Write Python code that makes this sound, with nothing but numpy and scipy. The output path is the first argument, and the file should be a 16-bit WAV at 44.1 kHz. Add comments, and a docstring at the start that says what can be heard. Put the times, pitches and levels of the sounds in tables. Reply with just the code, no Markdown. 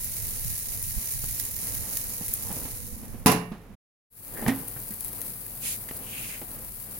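"""Meat sizzles on a gas barbecue outdoors: random steam bursts with a firebox echo, over steam hiss and spitting drops.
The steel lid slams, ringing sine modes and a dense noise clang; the sizzle dies away and the sound cuts to silence.
It fades in again from a step further away: the open lid bumps and clacks against its stop, the sizzle goes on.
Thuds, rattles and rubs are decaying sines and resonant noise; cloth swishes are hiss and a gliding noise band.
Burners (noise), firebox drones (sines) and a fluttering breeze (low noise) lie underneath."""
import sys
import numpy as np
from scipy import signal
from scipy.fft import rfft, irfft, next_fast_len
from scipy.io import wavfile
from scipy.ndimage import map_coordinates

SR = 44100
rng = np.random.default_rng(int(sys.argv[2]) if len(sys.argv) > 2 else 0)


def master_out(mix):
    """Clip the mix to full scale and print it as 16-bit PCM to the path in sys.argv[1]."""
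    frames = np.transpose(np.atleast_2d(mix))
    ceiling = np.clip(frames, -1, 1)
    pcm = np.round(ceiling * 32767).astype(np.int16)
    wavfile.write(sys.argv[1], SR, pcm)


N = 308243


def amp(db):
    """Gain for a level in dB."""
    return 10 ** (np.asarray(db) / 20)


def unit(x):
    """Scale to rms 1."""
    return x / np.sqrt(np.mean(x ** 2) + 1e-20)


def along(points, hz):
    """Interpolate (Hz, value) points on a log frequency axis."""
    point_hz, value = np.transpose(points)
    return np.interp(np.log(hz + 1), np.log(point_hz + 1), value)


def curves(rows):
    """One value per sample for each column after the time."""
    time_s, *columns = np.transpose(rows)
    return [np.interp(np.arange(N) / SR, time_s, column) for column in columns]


def wobble(knots_per_s):
    """A smooth random curve through normally distributed knots."""
    knots = rng.standard_normal(int(N * knots_per_s / SR) + 4)
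    return map_coordinates(knots, [np.arange(N) * knots_per_s / SR])


def filtered(x, response):
    """Multiply the spectrum of x by a response of frequency."""
    n = x.shape[-1]
    padded = next_fast_len(n + 8192)
    spectrum = rfft(x, padded) * response(np.fft.rfftfreq(padded, 1 / SR))
    return irfft(spectrum, padded)[..., :n]


def pan(left_over_right_db):
    """Left and right gains for a level difference."""
    return unit(amp(np.array([[left_over_right_db], [-left_over_right_db]]) / 2))


def noise(spectrum, size, alike_hz):
    """Coloured stereo noise of rms 1; the ears agree well below alike_hz."""
    def mid_side(hz):
        turn = np.pi / 4 * hz / (hz + alike_hz)
        return amp(along(spectrum, hz)) * [np.cos(turn), np.sin(turn)]
    mid, side = filtered(rng.standard_normal((2, size)), mid_side)
    return unit(np.array([mid + side, mid - side]))


def tilted(spectrum, db_per_octave):
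    """Tilt (Hz, dB) points about 1 kHz."""
    return [(hz, db + db_per_octave * np.log2(hz / 1000)) for hz, db in spectrum]


def ear_colour(x, table):
    """Colour each ear separately, from (Hz, left dB, right dB) rows."""
    rows = np.array(table)
    return filtered(x, lambda hz: amp([along(rows[:, [0, ear]], hz) for ear in (1, 2)]))


def decay(t, t60):
    """Exponential decay, 60 dB in t60 seconds."""
    return np.exp(-np.log(1000) * t / np.maximum(t60, 1e-4))


def add(track, start_s, sound):
    """Mix a sound into the track."""
    part = track[:, round(start_s * SR):][:, :sound.shape[-1]]
    part += sound[..., :part.shape[-1]]


# Breeze between puffs. Each row: time in seconds, level in dB before flutter.
DRAUGHT_LEVEL = [(0, -42.5), (1.3, -48), (1.7, -46), (3.2, -45.5), (3.6, -57.5), (4.7, -55.5), (5.4, -61),
                 (6.99, -68)]
# Wind puffs. Each row: peak time in seconds, half-width to 1/e in seconds, level in dB.
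GUSTS = [(.08, 0.046, -42), (.3, 0.065, -41), (.47, 0.074, -32.5), (.89, 0.073, -38), (0.979, 0.014, -28),
         (1.16, 0.02, -34), (1.27, 0.11, -37.5), (2.8, 0.024, -38), (3.12, 0.11, -42), (6.62, 0.15, -49)]
# Wind spectrum. Each row: frequency in Hz, relative level in dB.
BREEZE_SPECTRUM = [(12, -36.5), (20, 6), (43, -1.5), (107, -2), (259, -20.5), (300, -43), (390, -55.5),
                   (660, -120)]
FLUTTER_DB, FLUTTER_KNOTS_PER_S = 4.5, 27


def breeze():
    """Turbulence flutters and puffs on each microphone port almost independently, as low noise."""
    t = np.arange(N) / SR
    flutter = amp(FLUTTER_DB * wobble(FLUTTER_KNOTS_PER_S))
    draught = amp(curves(DRAUGHT_LEVEL)[0]) * flutter
    puffs = sum(amp(db) * np.exp(-((t - peak_s) / width_s) ** 2) for peak_s, width_s, db in GUSTS)
    return np.hypot(draught, puffs) * noise(BREEZE_SPECTRUM, N, alike_hz=6.1) * pan(-7.5)


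# Burner roar. Each row: time in seconds, level in dB before wobble.
BURNER_LEVEL = [(0, -52.5), (.7, -53), (1.9, -50), (2.55, -48.5), (3.2, -51.5), (4.7, -48.5), (5.2, -49),
                (6.99, -49.5)]
# Burner spectrum. Each row: frequency in Hz, relative level in dB.
BURNER_SPECTRUM = [(40, -21.5), (80, -1.5), (220, -1), (330, -8.5), (420, -9), (490, -6.5), (580, -11),
                   (900, -13), (1300, -17), (2500, -21.5), (3300, -27.5), (7000, -34.5), (16000, -53)]


def burners():
    """Gas flames roar softly as broad noise of wavering level."""
    burner_db, = curves(BURNER_LEVEL)
    return amp(burner_db + 1.9 * wobble(9)) * noise(BURNER_SPECTRUM, N, alike_hz=590) * pan(-2.5)


# Firebox drones. Each row: frequency in Hz, peak level in dB, both before wobble.
DRONES = [(37.7, -51), (107.7, -52.5)]


def firebox_drones():
    """The firebox drones on low sines that waver in level and phase."""
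    t = np.arange(N) / SR
    return sum(amp(db + 2.0 * wobble(25)) * np.sin(2 * np.pi * hz * t + 2.3 * wobble(11))
               for hz, db in DRONES)


# Cloth strokes as someone steps past. Each row: start in seconds, length in seconds, share spent rising,
# hiss in dB, rustle in dB, rustle start in Hz, rustle end in Hz.
SWISHES = [(5.6, .185, 0.44, -29, -44.5, 2594, 2250), (5.969, .48, 0.63, -38.5, -45, 2988, 2150),
           (6.11, 0.071, .45, -53, -44, 2790, 2550), (6.19, .11, .45, -54, -48, 2707, 2600)]
# Fibre hiss. Each row: frequency in Hz, left level in dB, right level in dB (relative).
CLOTH_SPECTRUM = [(900, -37, -38), (1910, -16, -10.5), (3300, -12, -6.5), (4600, -11, -5),
                  (5570, -16, -5.5), (6860, -12, 0), (8150, -7, -3.5), (9700, 6, 0.5), (11500, -0.5, -1),
                  (15500, -7, -6.5)]
RUSTLE_HALF_WIDTH_HZ, RUSTLE_UNEVEN_DB, SWISH_EXPONENT = 500, 2.2, 1.3


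def swishes():
    """Fibres hiss under each stroke while a narrow band of rustle glides down in pitch."""
    out = np.zeros((2, N))
    for start_s, length_s, rise, hiss_db, rustle_db, start_hz, end_hz in SWISHES:
        n = round(length_s * SR)
        stroke = np.interp(np.arange(n) / n, [0, np.clip(rise, .1, .9), 1], [0, .5, 1])
        envelope = np.abs(np.sin(np.pi * stroke)) ** SWISH_EXPONENT
        band = filtered(rng.standard_normal((2, n)), lambda f: 1 / (1 + (f / RUSTLE_HALF_WIDTH_HZ) ** 2))
        carrier = np.cos(2 * np.pi * np.cumsum(np.linspace(start_hz, end_hz, n)) / SR)
        rustle = unit(band * carrier)
        hiss = unit(ear_colour(rng.standard_normal((2, n)), CLOTH_SPECTRUM))
        folds = amp(RUSTLE_UNEVEN_DB * wobble(41.7)[:n])
        add(out, start_s, (amp(hiss_db) * hiss + amp(rustle_db) * folds * rustle) * envelope)
    return out


# Rubbing parts and sticking hinges. 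Each row: start in seconds, length in seconds,
# level in dB before the envelope, resonance in Hz, width of each resonator stage in Hz.
RUBS = [(2.05, .3, -57, 483, 13), (2.42, 0.14, -52.5, 930, 420), (2.468, .22, -50, 475, 290),
        (2.66, 0.36, -58, 489, 15), (2.725, 0.59, -47, 220, 57), (4.306, 0.29, -39, 260, 490),
        (4.34, 0.11, -46.5, 1770, 390), (4.474, 0.031, -35, 1920, 550), (4.759, 0.019, -47, 1570, 400),
        (4.912, .022, -48.5, 1710, 500)]


def rubs():
    """Quick, uneven slips excite one resonance of the rubbing part."""
    out = np.zeros((2, N))
    for start_s, length_s, db, hz, width_hz in RUBS:
        n = round(length_s * SR)
        slips = rng.standard_normal((2, n)) * (rng.random(n) < 1800 / SR)  # 1800 slips a second on average
        crossed = slips + slips[::-1] * 0.33  # each ear hears some of the other's slips

        def resonance(f):
            damping = 1j * f * width_hz
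            return (damping / (hz * hz - f * f + damping)) ** 2
        envelope = np.sin(np.pi * np.arange(n) / n)
        add(out, start_s, amp(db) * unit(filtered(crossed, resonance)) * envelope)
    return out


# Clacks of the open lid's hinge and other loose parts.
# Each row: start in seconds, level in dB, t60 in seconds, tilt in dB per octave.
CLACKS = [(4.372, -43.5, .04, -3), (4.4235, -35.5, 0.084, -8.5), (4.4640, -24.5, .018, -5.5),
          (4.4796, -24, 0.044, 4), (4.483, -24, 0.045, 1.5), (4.4918, -26.5, 0.078, 0),
          (4.501, -32, 0.065, 0.5), (4.516, -36, 0.14, -4), (5.887, -37.5, 0.11, 5), (6.417, -41.5, .05, 5)]
# Clack spectrum before tilt. Each row: frequency in Hz, relative level in dB.
CLACK_SPECTRUM = [(200, -29.5), (450, -6.5), (800, -2), (1200, -14.5), (1900, 3.5), (2400, -8), (3200, -12),
                  (4200, -18), (8000, -21), (10000, -13), (16000, -28)]


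def clacks():
    """Each clack is a short noise burst with its own decay and spectral tilt."""
    out, t = np.zeros((2, N)), np.arange(SR // 4) / SR
    for start_s, db, t60, tilt_db in CLACKS:
        clack = noise(tilted(CLACK_SPECTRUM, tilt_db), len(t), alike_hz=2480)
        add(out, start_s, amp(db) * decay(t, t60) * clack)
    return out * pan(-2.2)


# Soft thuds: lid against its stop, handling knocks, footsteps.
# Each row: start in seconds, thud in dB, thud in Hz, thud t60 in seconds, rattle in dB.
BUMPS = [(1.238, -43, 189, 0.035, -40.5), (2.21, -29.5, 184, 0.063, -42), (2.503, -32.5, 187, 0.088, -38),
         (2.567, -35, 260, 0.033, -38.5), (2.615, -36, 257, 0.066, -41.5), (2.652, -34.5, 280, 0.06, -39.5),
         (3.032, -34.5, 258, 0.053, -43.5), (3.143, -32, 250, 0.037, -44.5), (3.517, -28, 213, 0.13, -39.5),
         (3.7027, -37.5, 196, 0.095, -79), (4.4221, -28.5, 223, 0.21, -40.5), (4.4605, -20, 132, 0.14, -30),
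         (4.4799, -18.5, 211, 0.061, -30), (4.4844, -14.5, 233, 0.11, -45), (4.497, -21, 269, 0.31, -38.5),
         (4.764, -36.5, 125, 0.12, -45.5), (4.906, -32.5, 206, 0.1, -49), (5.9106, -20, 176, 0.0087, -28.5),
         (6.416, -48, 150, 0.042, -37.5)]
# Rattle before the bass cut. Each row: frequency in Hz, relative level in dB.
RATTLE_SPECTRUM = [(59, -49.5), (100, -6.5), (242, -11), (381, -16), (670, -28.5), (750, -23), (1290, -33),
                   (1850, -33.5), (2150, -37.5), (2320, -35.5), (4080, -43.5), (7740, -52.5), (9000, -61.5),
                   (12000, -55.5), (19800, -100)]
RATTLE_T60_OVER_THUD = 2.73
PANEL_HZ, PANEL_OVER_THUD_DB, PANEL_T60_S = 439, -23.5, 0.83


def bumps():
    """Each soft thud is a decaying sine with a faint panel ring and a noise rattle."""
    out, t = np.zeros((2, N)), np.arange(SR // 2) / SR
    # small parts have little bass
    colour = [(hz, db - 9 / (1 + (hz / 450) ** 4)) for hz, db in RATTLE_SPECTRUM]
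    panel = decay(t, PANEL_T60_S) * np.sin(2 * np.pi * PANEL_HZ * t)
    for start_s, thud_db, thud_hz, thud_t60, rattle_db in BUMPS:
        thud = amp(thud_db) * decay(t, thud_t60) * np.sin(2 * np.pi * thud_hz * t)
        # thuds shorter than 0.15 s ring the panel less
        ring = amp(thud_db + PANEL_OVER_THUD_DB) * min(thud_t60 / 0.15, 1) * panel
        rattle_decay = decay(t, RATTLE_T60_OVER_THUD * thud_t60)
        rattle = amp(rattle_db) * rattle_decay * noise(colour, len(t), alike_hz=1470)
        onset = 1 - np.exp(-t / 0.00025)
        add(out, start_s, (thud + ring + rattle) * onset)
    return out * pan(-4.0)


# Lid landing and chattering. Each row: start in seconds, boom in dB, clang in dB, clang tilt in dB per octave.
SLAM = [(3.26, -5, -18.5, -0.5), (3.2667, -17.5, -14, -1.5), (3.275, -22, -16.5, -4),
        (3.281, -23, -16, -3.5), (3.297, -25.5, -16.5, -4), (3.316, -21.5, -24.5, 1.5),
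        (3.322, -26.5, -19.5, -4.5)]
# Ringing modes of lid and firebox, low to high.
# Each row: frequency in Hz, relative level in dB before scatter, t60 in seconds.
STEEL_MODES = [(137.6, -1, 0.45), (175, 3.5, 0.72), (208, 14.5, 0.11), (241, 4, 0.3), (258.3, 11, 0.18),
               (288, -4.5, 0.24), (385, -13.5, 0.63), (434.6, 1, 0.48), (469, -8, 0.26), (487, -13, 0.2),
               (580, -6, .42), (629, -7, 0.16), (703.3, -10.5, 0.69), (734, -0.5, 0.35), (812, -10, 0.35),
               (824, -3.5, .25), (842, 2.5, 0.34), (956, -15.5, 0.42), (1000, -1, 0.28), (1010, -7.5, 0.27),
               (1085, 0, .38), (1120, -10.5, .25), (1282, -12, 0.27), (1351, -15, 0.3), (1700, -13, 0.27),
               (1775, -16.5, 0.63), (1840, -13.5, 0.6), (2090, -14.5, 0.39), (2306, -15, .5),
               (2710, -8.5, 0.44), (2860, -13, 0.46), (3900, -10, 0.19), (10200, -22, .42),
               (10500, -22.5, .48)]
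# Dense sheet modes before tilt. Each row: frequency in Hz, relative level in dB.
CLANG_SPECTRUM = [(65, -39), (110, -19), (305, -10.5), (353, -24), (435, -17.5), (525, -21.5), (941, -21),
                  (1090, -20.5), (1340, -25), (2720, -19.5), (7560, -29.5), (10100, -20), (16000, -30)]
# Clang decay. Each row: frequency in Hz, t60 in seconds.
CLANG_T60 = [(120, 0.53), (400, 0.28), (1000, 0.44), (2500, 0.34), (5000, 0.3), (10000, 0.2), (16000, 0.2)]


def lid():
    """Every contact rings the steel modes and a dense clang with a decay time per frequency."""
    out, t = np.zeros((2, N)), np.arange(SR * 3 // 4) / SR
    hz, mode_db, t60 = np.transpose(STEEL_MODES)[..., None]
    ridges_db = 3 * rng.standard_normal(1800)  # crowded sheet modes, shared by all contacts

    def ridges(f):
        return amp(np.interp(f, np.linspace(0, SR / 2, len(ridges_db)), ridges_db) * f / (f + 1500))
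    for start_s, boom_db, clang_db, tilt_db in SLAM:
        scatter_db = np.minimum(hz / 500, 2) * rng.standard_normal((2, len(hz), 1))
        phase = hz / 1100 * rng.standard_normal((2, len(hz), 1))  # higher modes reach the ears out of step
        modes = amp(mode_db + scatter_db) * decay(t, t60) * np.sin(2 * np.pi * hz * t + phase)
        boom = modes.sum(1) / np.linalg.norm(amp(mode_db))
        sheet = noise(tilted(CLANG_SPECTRUM, tilt_db), len(t), alike_hz=700)
        f, frame_s, z = signal.stft(unit(filtered(sheet, ridges)), SR, nperseg=256)
        damped = z * decay(frame_s, along(CLANG_T60, f)[:, None])
        clang = signal.istft(damped, SR, nperseg=256)[1][:, :len(t)]
        contact = 0.5 + 0.74 * decay(t, 0.035)  # the crack of the contact itself
        onset = 1 - np.exp(-t / 0.0003)
        add(out, start_s, (amp(boom_db) * boom + amp(clang_db) * contact * clang) * onset)
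    return filtered(out, lambda f: (1j * f / (1j * f + 60)) ** 2)  # a thin shell radiates no deep bass


DROP_OVER_SIZZLE_DB, DROP_SCATTER_DB, DROP_LOW_DB, DROP_SIDE_DB = 4, 2, -35, 5


def small_drops(count):
    """Drops at random moments, their level scattered about a step above the sizzle."""
    drops = []
    for start_s in rng.uniform(0, N / SR, count):
        size, side = rng.standard_normal(2)
        sizzle_db = np.interp(start_s, *np.transpose(NEAR_LEVEL if start_s < FAR_FROM_S else FAR_LEVEL))
        db = sizzle_db + DROP_OVER_SIZZLE_DB + DROP_SCATTER_DB * size
        drops.append((start_s, db, DROP_LOW_DB, DROP_SIDE_DB * side))
    return drops


# Large fat drops bursting. Each row: time in seconds, nominal level in dB,
# low crackle in dB re treble, left over right in dB.
SPITS = [(0.0437, -18, -32, 0), (0.4463, -22, -22.5, 5), (0.58, -19, -40, 6), (0.826, -17, -27, 2),
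         (1.057, -21, -40, -2), (1.398, -15.5, -19.5, -6), (1.452, -20, -22, -6), (1.51, -23, -36, -6),
         (1.565, -23, -28, -5), (1.9704, -17.5, -16.5, 1), (1.9737, -22, -31, 3), (2.0408, -25, -41, -2),
         (2.281, -19, -20.5, 4.5), (2.3377, -11, -44, 7), (2.5268, -19.5, -42, 5.5),
         (2.605, -25.5, -37.5, 3), (4.682, -20, -41.5, 11), (4.8008, -26.5, -27, 5),
         (5.0071, -23.5, -21.5, 12), (5.046, -24, -35, 15), (5.1205, -38, -42, 14),
         (5.2156, -18.5, -17, 14), (5.9675, -28.5, -38, 6)]
PING_HZ, PING_T60_S, PING_DB = 14700, .0012, 0
WALLS_DB, WALLS_T60_S, SPRAY_DB, SPRAY_T60_S = -11, .02, -26, .2


def spits():
    """A drop snaps open with a tiny ping; wall reflections and spray follow as slower noise decays."""
    out, t = np.zeros((2, N)), np.arange(SR // 8) / SR
    snap = decay(t, PING_T60_S)
    shape = snap + amp(WALLS_DB) * decay(t, WALLS_T60_S) + amp(SPRAY_DB) * decay(t, SPRAY_T60_S)
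    for start_s, db, low_db, side_db in SPITS + small_drops(count=20):
        colour = [(600, low_db - 32), (1800, low_db + 15.5), (5000, low_db + 12.5), (9500, 0), (16000, 0.012)]
        ping_hz = PING_HZ * rng.uniform(.93, 1.07)
        ping = amp(PING_DB) * snap * np.sin(2 * np.pi * ping_hz * t)
        burst = ping + shape * noise(colour, len(t), alike_hz=2505)
        add(out, start_s + .0009, amp(db - 1.5) * pan(side_db) * burst)
    return out


def frying(colour, bursts_per_s, spread_db, flurry_db, hiss_db, echo_db, echo_t60):
    """Tiny steam bubbles burst in flurries; each echoes briefly in the firebox, over a hiss of steam."""
    flurry = amp(flurry_db * unit(1.3 * wobble(19) + wobble(110)))
    strength = amp(spread_db * np.minimum(rng.exponential(size=N), 4.4))
    size = flurry * strength * (rng.random(N) < bursts_per_s / SR)
    bursts = unit(size * (rng.choice([-1, 1], (2, N)) + 0.12 * rng.standard_normal((2, N))))
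    t = np.arange(SR // 50) / SR
    ring = decay(t, echo_t60) ** 2  # energy decay
    energy = signal.fftconvolve(bursts ** 2, ring[None] / ring.sum(), axes=1)[:, :N]
    echo = np.sqrt(np.abs(energy))
    wash = (amp(echo_db) * echo + amp(hiss_db)) * rng.standard_normal((2, N))
    thinned = filtered(bursts + wash, lambda hz: hz / (hz + 300))
    return unit(ear_colour(thinned, colour))


# Sizzle close to the grate, then under the closing lid. Each row: time in seconds, level in dB before swell.
NEAR_LEVEL = [(0, -31), (1.75, -31), (2.7, -33.5), (2.86, -38), (3.2, -49.5), (3.5, -58), (3.75, -66.5)]
# Sizzle from a step away. Each row: time in seconds, level in dB before swell.
FAR_LEVEL = [(4.35, -36), (4.95, -35.5), (5.1, -34), (5.5, -36), (5.9, -35.5), (6.3, -37), (6.99, -37.5)]
# Frying fat, near and far. Each row: frequency in Hz, left level in dB, right level in dB (relative).
NEAR_FAT = [(500, -20, -31), (1570, -24, -16.5), (1890, -19.5, -9.5), (3400, -22, -18),
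            (3870, -18.5, -12.5), (6960, -21, -4.5), (8540, -7.5, -12), (9570, -1.5, 0.5),
            (11100, 0.5, -3.5), (13600, -5.5, -1), (14700, -6, -4.5)]
FAR_FAT = [(500, -22, -20), (2000, -18, -17), (3200, -23, -23), (4600, -18, -14), (5700, -23, -16.5),
           (7200, -20, -13), (8600, -11, -10.5), (9700, -0.5, -7.5), (12500, 0, -5.5), (14300, -3.5, -7.5),
           (15600, -2.5, -6.5)]
FAR_FROM_S = 3.9


def sizzle():
    """The frying swells unevenly, dies away under the closing lid, then goes on from a step away."""
    near_db, far_db = curves(NEAR_LEVEL)[0], curves(FAR_LEVEL)[0]
    near = frying(NEAR_FAT, bursts_per_s=2300, spread_db=3.6, flurry_db=1.5,
                  hiss_db=-0.5, echo_db=1, echo_t60=.02)
    far = frying(FAR_FAT, bursts_per_s=1800, spread_db=3.3, flurry_db=1.7,
                 hiss_db=0, echo_db=1, echo_t60=.02)
    swell = amp(0.45 * wobble(15))
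    is_near = np.arange(N) < FAR_FROM_S * SR
    return swell * np.where(is_near, amp(near_db) * near, amp(far_db) * far)


# Microphone ports, the left one deaf in the lower treble; applied to spits and lid.
# Each row: frequency in Hz, left gain in dB, right gain in dB.
PORTS = [(301, -3.5, -3), (1500, -2.5, 3.5), (2520, -7, 2.5), (3250, -10, -3), (5760, -3.5, 8.5),
         (7300, -17.5, 9), (9800, 10, -1.5), (13000, 3, 7), (15500, 1, 6)]


def scene():
    """Sum all sources; spits and lid pass through the port colour."""
    background = breeze() + burners() + firebox_drones()
    handling = swishes() + rubs() + clacks() + bumps()
    return background + handling + ear_colour(lid() + spits(), PORTS) + sizzle()


# Overall cut to silence and fade in. Each row: time in seconds, linear gain.
CUT_AND_FADE_IN = [(0, 1), (3.745, 1), (3.755, 0), (4.1, 0), (4.36, 1), (7, 1)]
TOP_HZ = 16100


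def record(dry):
    """Remove everything from TOP_HZ up; the sound cuts abruptly to silence and fades back in."""
    gain, = curves(CUT_AND_FADE_IN)
    return gain * filtered(dry, lambda hz: hz < TOP_HZ)


dry = scene()
out = record(dry)
master_out(out)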